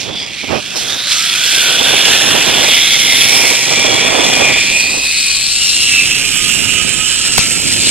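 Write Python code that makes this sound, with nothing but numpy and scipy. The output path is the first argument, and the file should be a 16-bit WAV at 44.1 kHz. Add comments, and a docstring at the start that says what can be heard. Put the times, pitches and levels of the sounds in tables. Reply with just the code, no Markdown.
"""Trolley on a steel cable.

Pulleys gather speed above a camera that turns in the rider's hand. Groove bumps repeat every turn,
strands whine 12 times a turn, grit hisses in the trolley's resonances. Gusts and a growing headwind
buffet each microphone port separately. Once something slaps the camera and the recorder clips."""
import sys
import numpy as np
from scipy import signal
from scipy.fft import rfft, irfft, next_fast_len
from scipy.io import wavfile
from scipy.ndimage import uniform_filter1d, map_coordinates

SR = 44100
rng = np.random.default_rng(int(sys.argv[2]) if len(sys.argv) > 2 else 0)


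def store_pcm(level_fs):
    """Save levels as 16-bit WAV."""
    pcm = np.round(np.clip(level_fs, -1, 1) * 32767).astype(np.int16)
    wavfile.write(sys.argv[1], SR, np.atleast_2d(pcm).T)


N = 348390
TIME_S = np.arange(N) / SR
CRUISE_TURNS_PER_S = 70
SLAP_S, PUFF_S = 7.3795, 7.389
# Each row: time in s, pulley turns per s, strand whine in dB, share of power repeating each turn.
PULLEY_RUN = [(0, 32, -70, 0.1), (.9, 46, -60, 0.15), (1.0, 45, -47, 0), (1.2, 58, -42, 0.4),
              (1.5, 60, -46, 0.22), (2, 62, -40, 0.33), (2.4, 65.5, -48, 0.23), (3, 68, -52, 0.28),
              (3.7, 76, -49, 0.46), (4.2, 80, -48, 0.4), (4.6, 82, -58, 0.62), (5, 87.4, -45, 0.78),
              (5.5, 93, -45.5, 0.44), (6, 98, -43, 0.61), (6.5, 104, -40.5, 0.65), (7, 106, -36.5, 0.54),
              (7.5, 112, -37, 0.42), (7.9, 109.6, -48, 0.4)]


def amp(db):
    """dB to gain."""
    return 10 ** (np.asarray(db) / 20)


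def unit(x):
    """Scale to rms 1."""
    return x / np.sqrt(np.mean(x ** 2) + 1e-20)


def along(points, at):
    """Interpolate (x, value) points on a log x axis."""
    x, value = np.transpose(points)
    return np.interp(np.log(at + 1e-3), np.log(x), value)


def curves(rows, t=TIME_S):
    """Each column after the time, read at times t."""
    times, *columns = np.transpose(rows)
    return [np.interp(t, times, column) for column in columns]


def wobble(knots_per_s):
    """Smooth random curve."""
    knots = rng.standard_normal(int(N * knots_per_s / SR) + 4)
    return map_coordinates(knots, [TIME_S * knots_per_s])


def swell(t, middle_s, half_s, steepness=2.27):
    """Rounded rise and fall, 1 at the middle."""
    return np.exp(-np.abs((t - middle_s) / half_s) ** steepness)


def filtered(x, response):
    """Apply a gain given as a function of Hz."""
    size = next_fast_len(N + 8192)
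    return irfft(rfft(x, size) * response(np.fft.rfftfreq(size, 1 / SR)), size)[..., :N]


def resonance(hz, centre_hz, width_hz, db):
    """Power of a resonance applied twice, averaging db over frequency."""
    centre_hz = centre_hz + np.zeros_like(db)
    detuning = (hz ** 2 - centre_hz ** 2) / (hz + 1) / width_hz
    shape = 1 / (1 + detuning ** 2) ** 2
    return amp(db) ** 2 * shape / shape.mean(axis=0)


def headwind(cruise_db=-44, db_per_octave=13.5, top_hz=80):
    """Deep rumble that grows with speed, independent at each port."""
    speed_db = db_per_octave * np.log2(curves(PULLEY_RUN)[0] / CRUISE_TURNS_PER_S)
    deep = filtered(rng.standard_normal((2, N)), lambda hz: hz / (hz + 20) / (1 + (hz / top_hz) ** 3))
    return amp(cruise_db + speed_db + 1.2 * wobble(3.1)) * unit(deep)


def wind():
    """Eddies burst on each port: lumpy thud and roar, gusts over a steady breeze."""
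    # Eddy spectra. Each row: frequency in Hz, relative level in dB.
    thud_spectrum = [(15, -18), (40, -14.5), (110, -2), (220, -2.5), (350, -7), (700, -19), (1500, -56)]
    roar_spectrum = [(100, -41), (250, -2.5), (450, 0), (750, -1), (1600, -11), (2500, -13), (5000, -52)]
    # Per port: thud in dB, roar in dB.
    breeze = {"L": (-41, -43.5), "R": (-35.5, -37.5)}
    # Each row: port, middle in s, half length in s, thud in dB, roar in dB.
    gusts = [("R", 0.089, 0.053, -24, -23.5), ("L", .21, 0.035, -34, -30.5), ("R", 0.23, 0.062, -43, -33),
             ("L", .33, 0.045, -40, -35.5), ("R", 0.443, 0.01, -25, -24), ("R", 0.512, 0.021, -17.5, -18.5),
             ("R", 0.554, 0.029, -20, -11.5), ("L", 0.67, .05, -37, -38), ("L", .77, 0.031, -34, -23.5),
             ("L", 0.825, .04, -31, -32), ("R", 0.907, 0.077, -35, -26), ("R", 2.086, 0.35, -25, -15.5),
             ("L", 2.3, 0.32, -37, -30.5), ("R", 2.33, 0.072, -20.5, -18), ("R", 2.55, 0.17, -23.5, -14),
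             ("L", 2.77, .2, -37, -30.5), ("R", 3.16, 0.22, -25.5, -21), ("R", 3.43, 0.11, -30, -15.5),
             ("L", 3.43, 0.12, -35, -40), ("R", 3.94, 0.23, -21.5, -14), ("R", 4.15, 0.1, -30, -11.5),
             ("R", 4.363, 0.16, -21.5, -13), ("L", 4.65, 0.12, -39, -32), ("R", 4.66, 0.11, -24.5, -25.5),
             ("R", 4.9, 0.13, -28, -24.5), ("R", 6.08, 0.32, -28.5, -40), ("L", 6.13, .2, -29.5, -36),
             ("L", 6.68, 0.31, -26, -39), ("R", 6.72, .35, -24.5, -36), ("L", 7.35, .12, -30, -38),
             ("R", 7.45, .15, -23.5, -34), ("L", 7.8, .25, -28.5, -37), ("R", 7.8, 0.2, -20.5, -29.5)]
    ports = []
    for port, steady_db in breeze.items():
        gust_power = sum(amp([[thud_db], [roar_db]]) ** 2 * swell(TIME_S, middle_s, half_s)
                         for side, middle_s, half_s, thud_db, roar_db in gusts if side == port)
        power = amp(steady_db)[:, None] ** 2 + gust_power
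        lumps = 0.7 * wobble(24) + 1.74 * wobble(80)
        layers = []
        for spectrum, depth_db in ((thud_spectrum, .7), (roar_spectrum, 1.2)):
            eddies = filtered(rng.standard_normal(N), lambda hz: amp(along(spectrum, hz)))
            layers.append(unit(amp(lumps * depth_db) * eddies))
        ports.append(np.sum(np.sqrt(power) * layers, axis=0))
    return np.array(ports)


def slap(left_db=3, right_db=2, length_s=.005, puff_db=-4, puff_hz=150):
    """A broad crack on the camera, then one low swing of air on the left port."""
    age = (TIME_S - SLAP_S) / length_s
    envelope = (age > 0) * np.exp(-np.clip(age, 0, 9) ** 3)
    crack = filtered(rng.standard_normal((2, N)), lambda hz: 1 / (1 + (hz / 7000) ** 2))
    ports = unit(crack) * envelope * amp([[left_db], [right_db]])
    cycle = (TIME_S - PUFF_S) * puff_hz
    ports[0] -= amp(puff_db) * np.sin(2 * np.pi * cycle) * (cycle > 0) * (cycle < 1)
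    return ports


def strand_whine(turns_per_s, db, strands_per_turn=12):
    """Cable strands pass under the pulley: a fluttering tone."""
    phase = 2 * np.pi * strands_per_turn * np.cumsum(turns_per_s) / SR
    return amp(db) * (wobble(25) * np.sin(phase) + wobble(25) * np.cos(phase))


def howl_and_squeals(hz, t, howl_width_hz=117):
    """Power spectrum of a narrow howl that climbs as speed grows, and of brief wheel squeals."""
    # Each row: time in s, pitch in Hz, dB over the rolling level.
    howl = [(1.12, 1256, -50), (1.16, 1280, -17), (1.35, 1420, -17.5), (1.5, 1578, -11.5),
            (1.7, 1460, -12.5), (2, 1590, -19), (2.25, 1790, -13.5), (2.5, 1905, -25), (2.75, 2100, -11.5),
            (3.2, 2096, -11), (3.45, 2500, -18), (3.65, 2404, -15), (3.76, 2320, -6), (4.3, 2408, -9),
            (4.7, 2464, -3.5), (5, 2545, -1), (5.3, 2490, -10.5), (5.5, 2546, -19), (5.6, 2832, -6.5),
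            (6, 2640, -5), (6.3, 2540, -13), (7.9, 2500, -23)]
    # Each row: middle in s, half length in s, pitch in Hz, glide in Hz/s, width in Hz, dB over rolling.
    squeals = [(0.155, 0.077, 3400, 300, 300, 1.5), (.21, .05, 4950, 100, 500, -5),
               (0.446, .12, 2380, 300, 300, -9), (0.99, 0.12, 3750, 2700, 800, -3.5),
               (2.95, .3, 3720, 100, 350, -11), (4.1, 0.37, 3380, 150, 200, -8.5),
               (7.2, 0.32, 3130, 100, 199.9, -14)]
    howl_hz, howl_db = curves(howl, t)
    power = resonance(hz, howl_hz, howl_width_hz, howl_db)
    for middle_s, half_s, centre_hz, glide_hz_per_s, width_hz, db in squeals:
        pitch_hz = centre_hz + glide_hz_per_s * np.clip(t - middle_s, -half_s, half_s)
        power += resonance(hz, pitch_hz, width_hz, db) * swell(t, middle_s, half_s)
    return power


def side_plates(hz, t, turns_per_s, pan_db, low_hz=1574):
    """Power spectrum of the plates' three rings at one port: middle, upper, low."""
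    # Each row: time in s, middle ring in Hz, then middle, upper and low ring in dB over rolling.
    rings = [(0, 2510, -6, -7, -19), (.15, 2400, -8.5, -10, -26), (.3, 2350, -4, -7.5, -27),
             (.6, 2670, -5.5, -7.5, -18), (.9, 2400, -11, -7.5, -11.5), (1.5, 2500, -9, -5.5, -20),
             (1.8, 2650, -6, -2.5, -15), (2.1, 2730, -4.5, -4, -13.5), (2.4, 2655, -5.5, -5, -13),
             (2.7, 2530, -3.5, -2, -16), (3.1, 2270, -7.5, -4, -23), (3.6, 2410, -5.5, -11.5, -30),
             (3.9, 2370, -7.5, -7, -23), (4.5, 2418, -3, -7, -27), (4.8, 2503, -9.5, -16, -37),
             (5.1, 2540, -8.5, -29, -27), (5.4, 2620, -9, -13, -24.5), (5.7, 2790, -9.5, -22, -25.5),
             (6, 2690, -2.5, -14, -24), (6.3, 2735, -6, -9.5, -19), (6.9, 2603, -6.5, -12, -17),
             (7.2, 2527, -15, -6.5, -17), (7.5, 2656, -7, -14, -20), (7.9, 2600, -8.5, -12, -22)]
    # Each row: turns per s, upper ring in Hz.
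    upper_ring = [(84, 3332), (95, 2910)]
    # Per ring: width in Hz; weight of the pan.
    widths_hz = [900, 750, 870]
    pan_weights = [0.61, 1.4, .1]
    middle_hz, *levels_db = curves(rings, t)
    centres_hz = [middle_hz, along(upper_ring, turns_per_s), low_hz]
    return sum(resonance(hz, centre_hz, width_hz, db) * amp(weight * pan_db)
               for centre_hz, width_hz, db, weight in zip(centres_hz, widths_hz, levels_db, pan_weights))


def treble_rings(hz, t, turns_per_s, swings_db, port):
    """Power spectrum of the treble at one port: shifts with speed and camera angle, flares at jolts."""
    # Each row: centre in Hz, width in Hz.
    rings = [(4250, 1350), (5600, 2270), (7800, 2010), (10000, 1350)]
    # Per port, a row per ring: dB over rolling at cruise, dB per octave of speed, weights of 3 swings.
    pickup = [
        [(-13, 0.3, .01, 0.98, 0.029), (-10.5, 6.5, 0.24, -0.14, .05), (-17, 2, 0.85, -0.0067, -0.08),
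         (-26, -5.5, 0.74, -0.056, 0.25)],
        [(-9, -1.5, -0.023, 0.12, .01), (-7, -1.5, -0.065, -0.21, 0.17), (-8.5, 7, -0.23, 0.29, 0.025),
         (-20, 1.5, -0.088, .01, 0.96)],
    ]
    # Each row: start in s, flare strength in dB.
    jolts = [(0, 6), (.755, 10.5), (.87, 2.5), (1.09, 3)]
    # Narrow steel ring. Each row: time in s, left and right in dB over rolling.
    sizzle = [(0, -25, -25), (1.2, -24, -18), (2, -15, -18), (2.8, -17, -15), (3.4, -12, -3),
              (3.7, -21, -11), (4.6, -14, -25), (4.9, -25, -28), (5.4, -24, -30), (5.65, -6, -19),
              (6.1, -12, -19), (6.8, -18, -19), (7.1, -18, -11), (7.9, -17, -17)]
    rise_s, fade_s = 0.0094, 0.055
    flare_db = sum(db * np.exp(-np.abs(t - start_s) / fade_s) * np.clip((t - start_s) / rise_s, 0, 1)
                   for start_s, db in jolts)
    octaves = np.log2(turns_per_s / CRUISE_TURNS_PER_S)
    levels_db = np.array(pickup[port]) @ [np.ones_like(t), octaves, *swings_db] + flare_db
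    power = sum(resonance(hz, *ring, db) for ring, db in zip(rings, levels_db))
    power += resonance(hz, centre_hz=12800, width_hz=2500, db=levels_db[-1] - 6)
    return power + resonance(hz, centre_hz=5440, width_hz=500, db=curves(sizzle, t)[port])


def contact(turns_per_s, bumps=128, drift_per_s=7, grit_db=1.5):
    """Pulley-on-cable forces: groove bumps that return each turn, and two streams of random grit."""
    angle_turns = np.cumsum(turns_per_s) / SR % 1
    groove = rng.standard_normal((int(N * drift_per_s / SR) + 4, bumps))
    # The wheel wanders on the strands, so the pattern drifts.
    repeat = map_coordinates(groove, [TIME_S * drift_per_s, angle_turns * bumps], mode="grid-wrap")
    repeat = unit(repeat) * np.sqrt(bumps * turns_per_s / SR)  # same strength per Hz as the grit
    grit = unit(rng.standard_normal((2, N)) * amp(grit_db * wobble(400) + 0.6 * wobble(70)))
    return np.array([repeat, *grit])


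def trolley(frame_samples=512, groove_harmonic=29, groove_width_hz=600):
    """Contact forces ring plates and sheaves; each port hears them at its own level and phase."""
    # Each row: time in s, rolling level in dB.
    rolling = [(0, -17.5), (.06, -23.5), (.12, -27), (.2, -21.5), (.3, -24.5), (.4, -22), (.5, -21),
               (.73, -21.5), (.78, -17.5), (1.05, -17.5), (1.12, -10), (1.3, -12), (1.6, -8.5),
               (1.8, -12.5), (2.1, -8.5), (2.4, -11), (2.7, -10.5), (3, -10.5), (3.2, -8.5), (3.5, -9),
               (3.65, -11.5), (3.8, -9.5), (4.1, -12), (4.8, -10), (5, -14.5), (5.2, -11), (5.42, -13),
               (5.65, -10.5), (6, -10.5), (6.1, -13), (6.4, -13), (6.5, -13), (6.65, -14), (6.8, -13),
               (7, -15), (7.1, -11.5), (7.2, -12.5), (7.4, -12), (7.6, -13.5), (7.7, -12), (7.8, -12),
               (7.9, -9.5)]
    # Each row: time in s, Hz near which the ports' phase flips, pan to the left in dB,
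    # then swings in dB of the left high treble, left low treble and right top treble.
    camera_turn = [(0, 6200, -4, -5, -11, -15), (.2, 6050, -3, -5, -1, -12), (.55, 5700, -5.5, -4, 0, -3),
                   (.9, 5760, -2.5, -1, -5, 4.5), (1.2, 5750, -1, -4, 1, 3.5), (1.6, 5140, -1, 3, -3, 8),
                   (2.1, 4450, -2.5, 3.5, -6, 8.5), (2.7, 5000, -1.7, 3.5, -12, 8),
                   (3.3, 4900, -.5, 3, -3, 11), (3.6, 4650, 0, 7, -6, 7), (3.9, 4600, -.9, 3.5, -12, -8),
                   (4.3, 4496, -.5, 8, -13, 1), (4.6, 4630, -1.5, 2, -5, -9), (5, 5470, -6, 8.5, 8.5, -4),
                   (5.4, 4800, -0.5, 8.5, 11, -16), (5.7, 4380, -3, 9, 10.5, 2), (6, 4050, -5, 0, 4.5, 3),
                   (6.3, 3795, -9.5, -12, -2, 4), (6.6, 3905, -12.5, -14, 2, 8),
                   (6.9, 3900, -12.5, -23, -4, -8), (7.2, 3950, -4, -6, 8, -11),
                   (7.5, 3700, -4.5, -13, 1.5, 3), (7.9, 3700, 0, -2, 11.5, -5)]
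    # Each row: multiple of the flip frequency, left phase lead in radians.
    phase_lead = [(.4, -0.65), (.75, -.15), (.9, -0.5), (1.1, -3), (1.6, -4.5), (2.2, -4.5), (3, -9.5)]
    # Each row: frequency in Hz, left-right coherence.
    coherence = [(1200, .97), (3000, .99), (4500, .8), (6500, .85), (9000, .6), (13000, .35)]
    turns_per_s, whine_db, _ = curves(PULLEY_RUN)
    turns_per_s *= 1 + .003 * wobble(9)
    hz, t, (repeat, grit, scattered) = signal.stft(contact(turns_per_s), SR, nperseg=frame_samples)
    hz = hz[:, None]
    speed, _, share = curves(PULLEY_RUN, t)
    groove_band = np.exp(-((hz - groove_harmonic * speed) / groove_width_hz) ** 4)
    share = np.clip(share, 0, 1) * groove_band
    direct = np.sqrt(share) * repeat + np.sqrt(1 - share) * grit
    patches = uniform_filter1d(uniform_filter1d(rng.standard_normal(direct.shape), 5, 0), 10, 1)
    flicker = amp((0.78 + 0.99 * hz / 10000) * unit(patches))  # deeper in the treble
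    flip_hz, pan_db, *swings_db = curves(camera_turn, t)
    spread_rad = np.arccos(along(coherence, hz)) / 2
    lead_rad = along(phase_lead, hz / flip_hz)
    howl = howl_and_squeals(hz, t)
    ports = np.zeros((2, N))
    for port, sign in enumerate((1, -1)):
        power = howl * amp(sign * pan_db) + side_plates(hz, t, speed, sign * pan_db)
        power += treble_rings(hz, t, speed, swings_db, port)
        force = np.cos(spread_rad) * direct + sign * np.sin(spread_rad) * scattered
        spectrum = force * np.exp(.5j * sign * lead_rad) * np.sqrt(power) * flicker
        ports[port] = signal.istft(spectrum, SR, nperseg=frame_samples)[1][:N]
    since_s = TIME_S - PUFF_S
    ports[0] *= amp(7.8 * np.exp(-np.abs(since_s) / 0.058) * (since_s > 0))  # louder just after the slap
    return ports * amp(curves(rolling)[0] + 0.13 * wobble(18)) + strand_whine(turns_per_s, whine_db)


def scene():
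    """All sources at the left and right port."""
    return trolley() + wind() + slap() + headwind()


def record(dry, knee=12, top_hz=14300):
    """Soft clip of the loudest peaks, then a band limit."""
    clipped = dry / (1 + np.abs(dry) ** knee) ** (1 / knee)
    return np.clip(filtered(clipped, lambda hz: hz < top_hz), -1, 1)


dry = scene()
out = record(dry)
store_pcm(out)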